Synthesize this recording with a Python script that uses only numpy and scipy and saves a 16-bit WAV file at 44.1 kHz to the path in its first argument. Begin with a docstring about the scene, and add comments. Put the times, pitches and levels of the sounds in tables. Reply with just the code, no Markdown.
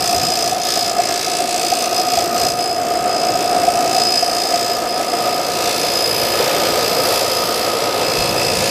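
"""Outdoors, a gasifier's flame roars and rings its steel flare pipe while an air compressor hammers
beside it, each piston stroke snapping the valves and ringing the pump head. Light wind touches the mic.
From 3.5 to 6.3 s the mic walks round to the pipe's mouth: the lowest pipe resonance sinks into the
roar, and the compressor's clatter and hum come forward. The roar peaks around 7 s and eases as the
mic backs away; a gust thumps it just after 8 s."""
import sys
import numpy as np
from scipy import signal
from scipy.fft import rfft, irfft, next_fast_len
from scipy.io import wavfile
from scipy.ndimage import uniform_filter1d, map_coordinates

SR = 44100
rng = np.random.default_rng(int(sys.argv[2]) if len(sys.argv) > 2 else 0)


def generate_wav(sig):
    """Save sig (samples, or channels by samples) to the path in sys.argv[1] as 16-bit PCM at SR."""
    pcm = np.round(np.clip(np.atleast_2d(sig).T, -1, 1) * 32767).astype(np.int16)
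    wavfile.write(sys.argv[1], SR, pcm)


N = 383669

# flame faders: t/s, roar level/dB, upper resonance level/dB
FLAME_FADERS = [(0.0, -29.0, -36.0), (1.15, -29.5, -38.5), (2.3, -26, -32.0), (2.6, -27.5, -35),
                (3.65, -24.5, -33.5), (4.4, -28, -34.5), (5.4, -25, -31), (6.15, -24, -35.5),
                (6.45, -20.5, -30.5), (7.0, -20.5, -29.5), (7.4, -23, -29.0), (7.9, -22, -31.5),
                (8.4, -22, -33.5), (8.7, -24, -40)]
# brief flares (+) and falters (-): t/s, length/s, gain/dB
FLAME_SURGES = [(.14, 0.046, 2), (.72, .06, -8), (1.0, 0.023, 6.5), (1.24, 0.056, -8), (1.69, .04, -3),
                (1.728, 0.021, 10), (2.18, .03, 5.5), (3.68, 0.026, 7), (3.95, 0.036, 3.5),
                (4.18, 0.056, -5), (4.235, .03, 5.5), (4.55, 0.053, 6.5), (6.41, 0.034, 5.5),
                (7.0, 0.028, 3)]
# roar EQ beside the pipe: f/Hz, level/dB
ROAR_SIDE_EQ = [(30, -21), (100, -18.5), (200, -8), (330, 0.5), (480, -0.5), (620, 0.5), (800, -17.5),
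                (950, -14), (1400, -11.5), (1700, -14.5), (4000, -23.5), (9000, -27)]
# roar EQ facing its mouth: f/Hz, level/dB
ROAR_FRONT_EQ = [(30, -42), (100, -18), (220, -11), (350, -5.5), (520, 4.5), (620, -0.5), (760, -5.5),
                 (880, -8), (1100, -17.5), (1380, -11.5), (1700, -17), (4000, -19.5), (9000, -34)]

def flame(front):
    """Turbulent burning roars broadly and drives two resonances of the flare pipe."""
    level_db, upper_db = curves(FLAME_FADERS)
    surge_db = bumps(FLAME_SURGES)
    side = np.sqrt(1 - front) * coloured(noise(), ROAR_SIDE_EQ)
    mouth = np.sqrt(front) * coloured(noise(), ROAR_FRONT_EQ)
    roar_db = level_db + 1.78 + (front - 0.07) * surge_db + 0.42 * wobble(8)
    roar = amp(roar_db) * steady(side + mouth, seconds=0.094)
    # the lower resonance stands out beside the pipe and sinks into the roar in front
    lower_db = level_db + 7 - 14 * front ** 2 + surge_db + 0.93 * wobble(14) + 1.47 * wobble(70)
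    lower = steady(resonant(noise(), centre_hz=709.9, width_hz=94, order=3), seconds=0.05)
    upper_db += 1.5 + 1.5 * wobble(11)
    upper = steady(resonant(noise(), centre_hz=1250.4, width_hz=90, order=2), seconds=0.1)
    flicker = amp(0.9 * wobble(30))
    return flicker * (roar + amp(lower_db) * lower + amp(upper_db) * upper)


# compressor faders: t/s, stroke level/dB, hiss level/dB
COMPRESSOR_FADERS = [(0.0, -24.5, -33.5), (0.45, -25, -35.5), (0.75, -24.5, -34.5), (1.05, -25.5, -37.5),
                     (2.45, -25, -34.5), (2.8, -34, -41.5), (3.25, -29.5, -40), (3.8, -29.5, -38.0),
                     (4.03, -25, -35), (4.55, -28.0, -37), (4.8, -32, -38.5), (5.5, -30.5, -37),
                     (5.7, -26.5, -33.5), (6.2, -28.5, -29.5), (6.7, -28.0, -33.5), (7.07, -27.5, -29),
                     (7.9, -31.5, -35.5), (8.2, -27, -33.0), (8.7, -27, -33.5)]
# piston tempo: t/s, stroke rate/Hz
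STROKE_RATE = [(0.0, 57.43), (0.58, 57.26), (1.16, 57.16), (1.74, 57.29), (2.32, 57.5), (2.9, 57.41),
               (3.48, 57.44), (4.06, 57.33), (4.64, 57.32), (5.22, 57.31), (5.8, 57.48), (6.38, 57.28),
               (6.96, 57.23), (7.54, 57.37), (8.12, 57.34), (8.7, 57.37)]
# the treble ducks briefly: t/s, length/s, depth on the valves/dB
TREBLE_DIPS = [(.58, .13, 6), (.955, .085, 5), (1.45, 0.079, 4.5), (1.9, 0.069, 6), (2.05, .09, 3.5),
               (2.307, .12, 7), (2.555, .06, 7), (4.305, .17, 2.5), (8.336, 0.11, 3.5)]
# fader of the pump head's ring: t/s, level/dB
RING_FADER = [(0.0, -27.5), (0.85, -29), (1.2, -35.5), (2.45, -27), (3.25, -29.5), (3.9, -33), (4.05, -19),
              (4.6, -25.5), (5.15, -31), (5.65, -34.5), (6.0, -22.5), (6.5, -30), (7.3, -27.5), (7.85, -34),
              (8.25, -26.5), (8.7, -29.5)]
# quick swells and drops of that ring: t/s, length/s, gain/dB
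RING_RIDES = [(.25, 0.25, 2.5), (.8, .2, 3.5), (1.07, .07, 5.5), (1.33, .08, 5), (1.98, .12, 5.5),
              (2.43, .1, 3.5), (2.63, 0.064, 4), (2.87, .1, -13), (3.03, .07, -11), (4.82, .1, -17),
              (5.03, .08, -12), (6.5, .06, -7), (6.77, .07, -10)]

def compressor(front):
    """Each stroke snaps the valves, rings the head, rattles the casing and spits air, over a hum."""
    stroke_db, hiss_db = curves(COMPRESSOR_FADERS)
    dip_db = bumps(TREBLE_DIPS)
    waver_db = 0.7 * wobble(12)
    turns = np.cumsum(curves(STROKE_RATE)[0] + 0.05 * wobble(9)) / SR
    crank = turns - 0.345  # whole numbers where the valves snap
    snap = amp(stroke_db + 0.9 - dip_db + waver_db) * valves(crank, front)
    ring_db = curves(RING_FADER)[0] + 2.1 - 1.3 * dip_db + bumps(RING_RIDES) + 1.3 * wobble(11)
    ring = amp(ring_db) * head_ring(crank, front)
    clatter = amp(stroke_db - 1.6 + 5.5 * front - 0.85 * dip_db + waver_db) * casing(crank, front)
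    hiss = amp(hiss_db + 0.7 - 0.59 * dip_db + waver_db + 0.52 * wobble(19)) * air_hiss(crank, front)
    return snap + ring + clatter + hiss + hum(turns, front)


# bright EQ of the valve snap: f/Hz, level/dB
SNAP_EQ = [(2000, -29), (4000, -27), (4800, 6), (5200, 6), (5350, 6), (6000, 3), (6800, 2), (7500, 0.5),
           (8500, -4), (9400, -6), (11000, -44)]
# valve plate modes: f/Hz, width/Hz, level against the snap/dB
PLATE_MODES = [(5940, 330, -23), (7970, 81, -16.5), (8490, 370, -15), (10040, 57, -23)]

def valves(crank, front):
    """The reed valve slaps its seat, air bursts through it, and the reed bounces once."""
    slap = np.diff(np.floor(crank), prepend=np.floor(crank[0])) * amp(1.1 * wobble(63))
    crack = burst(crank, start=0, rise=0.0055, fall=0.041, scatter_db=1.0)
    rush = burst(crank, start=0.01, rise=0.078, fall=0.21, scatter_db=0.5)
    bounce = burst(crank, start=0.18, rise=0.014, fall=0.095, scatter_db=2.5)
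    direct = 1 - 0.89 * front  # from the front the sharp edge is lost and echoes fill the gaps
    envelope = 2 * direct * crack + 0.99 * rush + 0.46 * bounce + 0.12 + 0.16 * front
    drive = envelope * stroke_noise(crank, alike=0.26, drift_hz=2.52) - 5.2 * direct ** 2 * slap
    snap = echo_ripple(coloured(drive, SNAP_EQ), depth_db=1.5)
    return steady(snap + modal(drive, PLATE_MODES), seconds=0.14)


def head_ring(crank, front):
    """The pump head's sharp mode is struck anew on every stroke; two looser modes ring below it."""
    swell = unit(burst(crank, start=0.0058, rise=0.084, fall=0.39, scatter_db=3.0) + 0.28)
    ring_hz = 5046 + 8 * wobble(30)
    tone = np.sqrt(2) * swell * np.sin(2 * np.pi * np.cumsum(ring_hz) / SR)
    blows = burst(crank, start=0, rise=0.02, fall=0.14, scatter_db=1.5)
    blows *= stroke_noise(crank, alike=0.16, drift_hz=3.01)
    middle = amp(-9 + 8.6 * front) * resonant(blows, centre_hz=4996, width_hz=79, order=2)
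    lower = amp(-15.5) * resonant(blows, centre_hz=4434, width_hz=130, order=2)
    return steady(tone + middle + lower, seconds=0.081)


# EQ of the casing's clatter: f/Hz, level/dB
CLATTER_EQ = [(600, -52), (1100, 0.5), (1500, -12), (1740, -4), (1950, -1.5), (2350, -2.5), (2630, -5.5),
              (3000, -2.5), (3800, 0.5), (4450, 1), (4800, 4.5), (5600, -7.5), (8000, -18)]
# casing modes: f/Hz, width/Hz, level against the clatter/dB
CASING_MODES = [(1722, 74, -18), (2615, 410, -12), (3475, 99, -17.5), (4410, 170, -13.5)]
# fader of one buzzing mode that radiates mostly to the front: t/s, level against the clatter/dB
BUZZ_FADER = [(0, -13), (1.5, -20), (4.5, -16), (5.4, -13), (6, -11), (7.9, -13), (8.55, -4), (8.7, -7)]

def casing(crank, front):
    """The piston's knock rattles the pump casing, much alike on every stroke."""
    knock = burst(crank, start=0, rise=0.0071, fall=0.04, scatter_db=1.5)
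    shake = burst(crank, start=0.0092, rise=0.054, fall=0.41, scatter_db=0)
    bounce = burst(crank, start=0.21, rise=0.014, fall=0.22, scatter_db=2)
    envelope = 0.7 * knock + 0.74 * shake + 0.26 * bounce + 0.24 + 0.035 * front
    rattle = envelope * stroke_noise(crank, alike=0.52, drift_hz=1.22)
    buzz = amp(curves(BUZZ_FADER)[0]) * resonant(rattle, centre_hz=2623, width_hz=220, order=2)
    clatter = echo_ripple(coloured(rattle, CLATTER_EQ), depth_db=1.54)
    return steady(clatter + modal(rattle, CASING_MODES) + buzz, seconds=0.15)


# airy top end of the pump: f/Hz, level/dB
HISS_EQ = [(7000, -12), (9400, -9), (10100, 1.5), (10600, 1.5), (11800, -4.5), (12400, -8), (13000, 6),
           (13600, -3), (14500, -6), (15000, -9)]

def air_hiss(crank, front):
    """Air hisses through the pump on each stroke, after a short, very high spit at the intake."""
    envelope = burst(crank, start=0, rise=0.035, fall=0.38, scatter_db=0.6) + 0.1 + 0.093 * front
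    flow = envelope * stroke_noise(crank, alike=0.25, drift_hz=2.47)
    hiss = echo_ripple(coloured(flow, HISS_EQ), depth_db=2.5)
    intake = burst(crank, start=-0.25, rise=0.015, fall=0.21, scatter_db=1.5) * noise()
    spit = amp(-10.5) * resonant(intake, centre_hz=13000, width_hz=6000, order=2)
    return steady(hiss + spit, seconds=0.1)


# motor and pump partials: multiple of the stroke rate, level/dB
HUM_PARTIALS = [(1, -54.5), (2, -53), (4, -48), (6, -40), (7, -48), (8, -41), (15, -52.5), (16, -41.5),
                (18, -47), (19, -47), (20, -58), (30, -48.5), (37, -47), (45, -50), (46, -47), (47, -45),
                (54, -49)]
# fader of the whining partial: t/s, level/dB
WHINE_FADER = [(0, -44), (2.8, -48), (3.6, -38), (4.0, -43), (5.6, -36), (8.7, -36)]

def hum(turns, front):
    """Motor and pump hum at harmonics of the stroke rate, louder from the front; the 17th whines."""
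    drone = sum(amp(db + 1.4 * wobble(1.4)) * np.sin(2 * np.pi * (order * turns + rng.random()))
                for order, db in HUM_PARTIALS)
    whine = amp(curves(WHINE_FADER)[0] + 1.1 * wobble(3)) * np.sin(2 * np.pi * 17 * turns)
    return amp(-0.5 + 5.9 * front) * drone + whine


# wind fader: t/s, level/dB
WIND_FADER = [(0.0, -39), (0.22, -33), (0.6, -41.5), (1.7, -51), (2.4, -37.0), (2.7, -44), (3.9, -40),
              (4.4, -47.5), (6.8, -36.5), (7.9, -43), (8.25, -31.0), (8.7, -30)]
# low-end EQ of the buffeting: f/Hz, level/dB
RUMBLE_EQ = [(10, -32), (30, -16), (55, -2.5), (100, 6), (160, 7.5), (260, 0.5), (600, -42)]
# soft hits of air: t/s, level/dB
WIND_THUMPS = [(.17, -34), (2.18, -36), (2.44, -32), (8.2, -24)]

def wind():
    """Moving air rumbles on the microphone in uneven gusts, with a few soft thumps."""
    gusts = amp(curves(WIND_FADER)[0] + 0.6 + 1.8 * wobble(9))
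    rumble = steady(coloured(noise(), RUMBLE_EQ), seconds=0.29)
    thumps = sum(amp(db) * bump(t, length_s=0.034) for t, db in WIND_THUMPS)
    boom = steady(resonant(noise(), centre_hz=78, width_hz=90, order=2), seconds=0.05)
    return gusts * rumble + thumps * boom


def burst(turns, start, rise, fall, scatter_db):
    """One envelope a stroke, each of its own size; start, rise and fall are in crank turns."""
    stroke, age = np.divmod(turns - start + 2, 1)
    sizes = amp(scatter_db * rng.standard_normal(int(stroke[-1]) + 1))
    return sizes[stroke.astype(int)] * (1 - np.exp(-age / rise)) * np.exp(-age / fall)


def stroke_noise(turns, alike, drift_hz):
    """Noise whose share `alike` loops on every stroke; the loop drifts as the echo paths change."""
    period = round(N / (turns[-1] - turns[0]))
    place = (turns % 1 * period).astype(int)
    loop = unit(sum(wobble(drift_hz) * rng.standard_normal(period)[place] for _ in range(4)))
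    return np.sqrt(alike) * loop + np.sqrt(1 - alike) * noise()


def echo_ripple(x, depth_db):
    """A drifting random EQ: ground and wall echoes add and cancel as the microphone moves."""
    spectrum = signal.stft(x, nperseg=512)[2]
    ripple = rng.standard_normal(spectrum.shape)
    for axis, span in ((0, 7), (1, 30), (1, 30)):  # smooth over frequency, then twice over time
        ripple = uniform_filter1d(ripple, span, axis)
    return unit(signal.istft(spectrum * amp(depth_db * unit(ripple)), nperseg=512)[1][:N])


def modal(x, modes):
    """The sum of the modes that x excites."""
    return sum(amp(db) * resonant(x, hz, width) for hz, width, db in modes)


def resonant(x, centre_hz, width_hz, order=1):
    """x through `order` identical band-passes in series, at rms 1."""
    def band_pass(f):
        return 1j * f * width_hz / (centre_hz ** 2 - f * f + 1j * f * width_hz)
    return unit(filtered(x, lambda f: band_pass(f) ** order))


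def coloured(x, eq):
    """x through an EQ of (f/Hz, level/dB) points, at rms 1."""
    f, db = np.transpose(eq)
    return unit(filtered(x, lambda hz: amp(np.interp(np.log(hz + 1), np.log(f), db, left=-80, right=-80))))


def filtered(x, response):
    """x times a complex response of frequency."""
    size = next_fast_len(N + SR // 2)
    return irfft(rfft(x, size) * response(np.fft.rfftfreq(size, 1 / SR)), size)[:N]


def steady(x, seconds):
    """A leveller: slow swells are evened out to rms 1; the fast flutter stays."""
    window = int(seconds * SR)
    power = uniform_filter1d(uniform_filter1d(x ** 2, window), window)
    return unit(x / np.sqrt(np.abs(power) + 1e-6))


def curves(rows):
    """Automation lanes: one value per sample for each column after the time."""
    t, *columns = np.transpose(rows)
    return [np.interp(np.arange(N) / SR, t, column) for column in columns]


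def wobble(rate):
    """A smooth random curve, rate knots a second."""
    return map_coordinates(rng.standard_normal(int(N * rate / SR) + 4), [np.arange(N) * rate / SR])


def bump(t, length_s):
    """A smooth bump of height 1 around time t."""
    return np.exp(-(2 * (np.arange(N) / SR - t) / length_s) ** 2)


def bumps(rows):
    """The sum of (t/s, length/s, gain/dB) bumps."""
    return sum(db * bump(t, length) for t, length, db in rows)


def noise():
    return rng.standard_normal(N)


def amp(db):
    return 10 ** (np.asarray(db) / 20)


def unit(x):
    return x / np.sqrt(np.mean(x ** 2) + 1e-20)


# the mic's walk round the pipe: t/s, position (0 beside it, 1 facing its mouth)
MIC_WALK = [(0, 0), (3.5, 0), (5.2, 0.51), (6.3, 1), (8.7, 0.96)]

def scene():
    """Flame, compressor and wind, mixed in mono at the walking microphone."""
    front = curves(MIC_WALK)[0]
    return (flame(front) + compressor(front) + wind())[None]


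def record(dry):
    """A brick-wall low-pass trims the very top of the mix."""
    return filtered(dry[0], lambda hz: hz < 15080)[None]


dry = scene()
out = record(dry)
generate_wav(out)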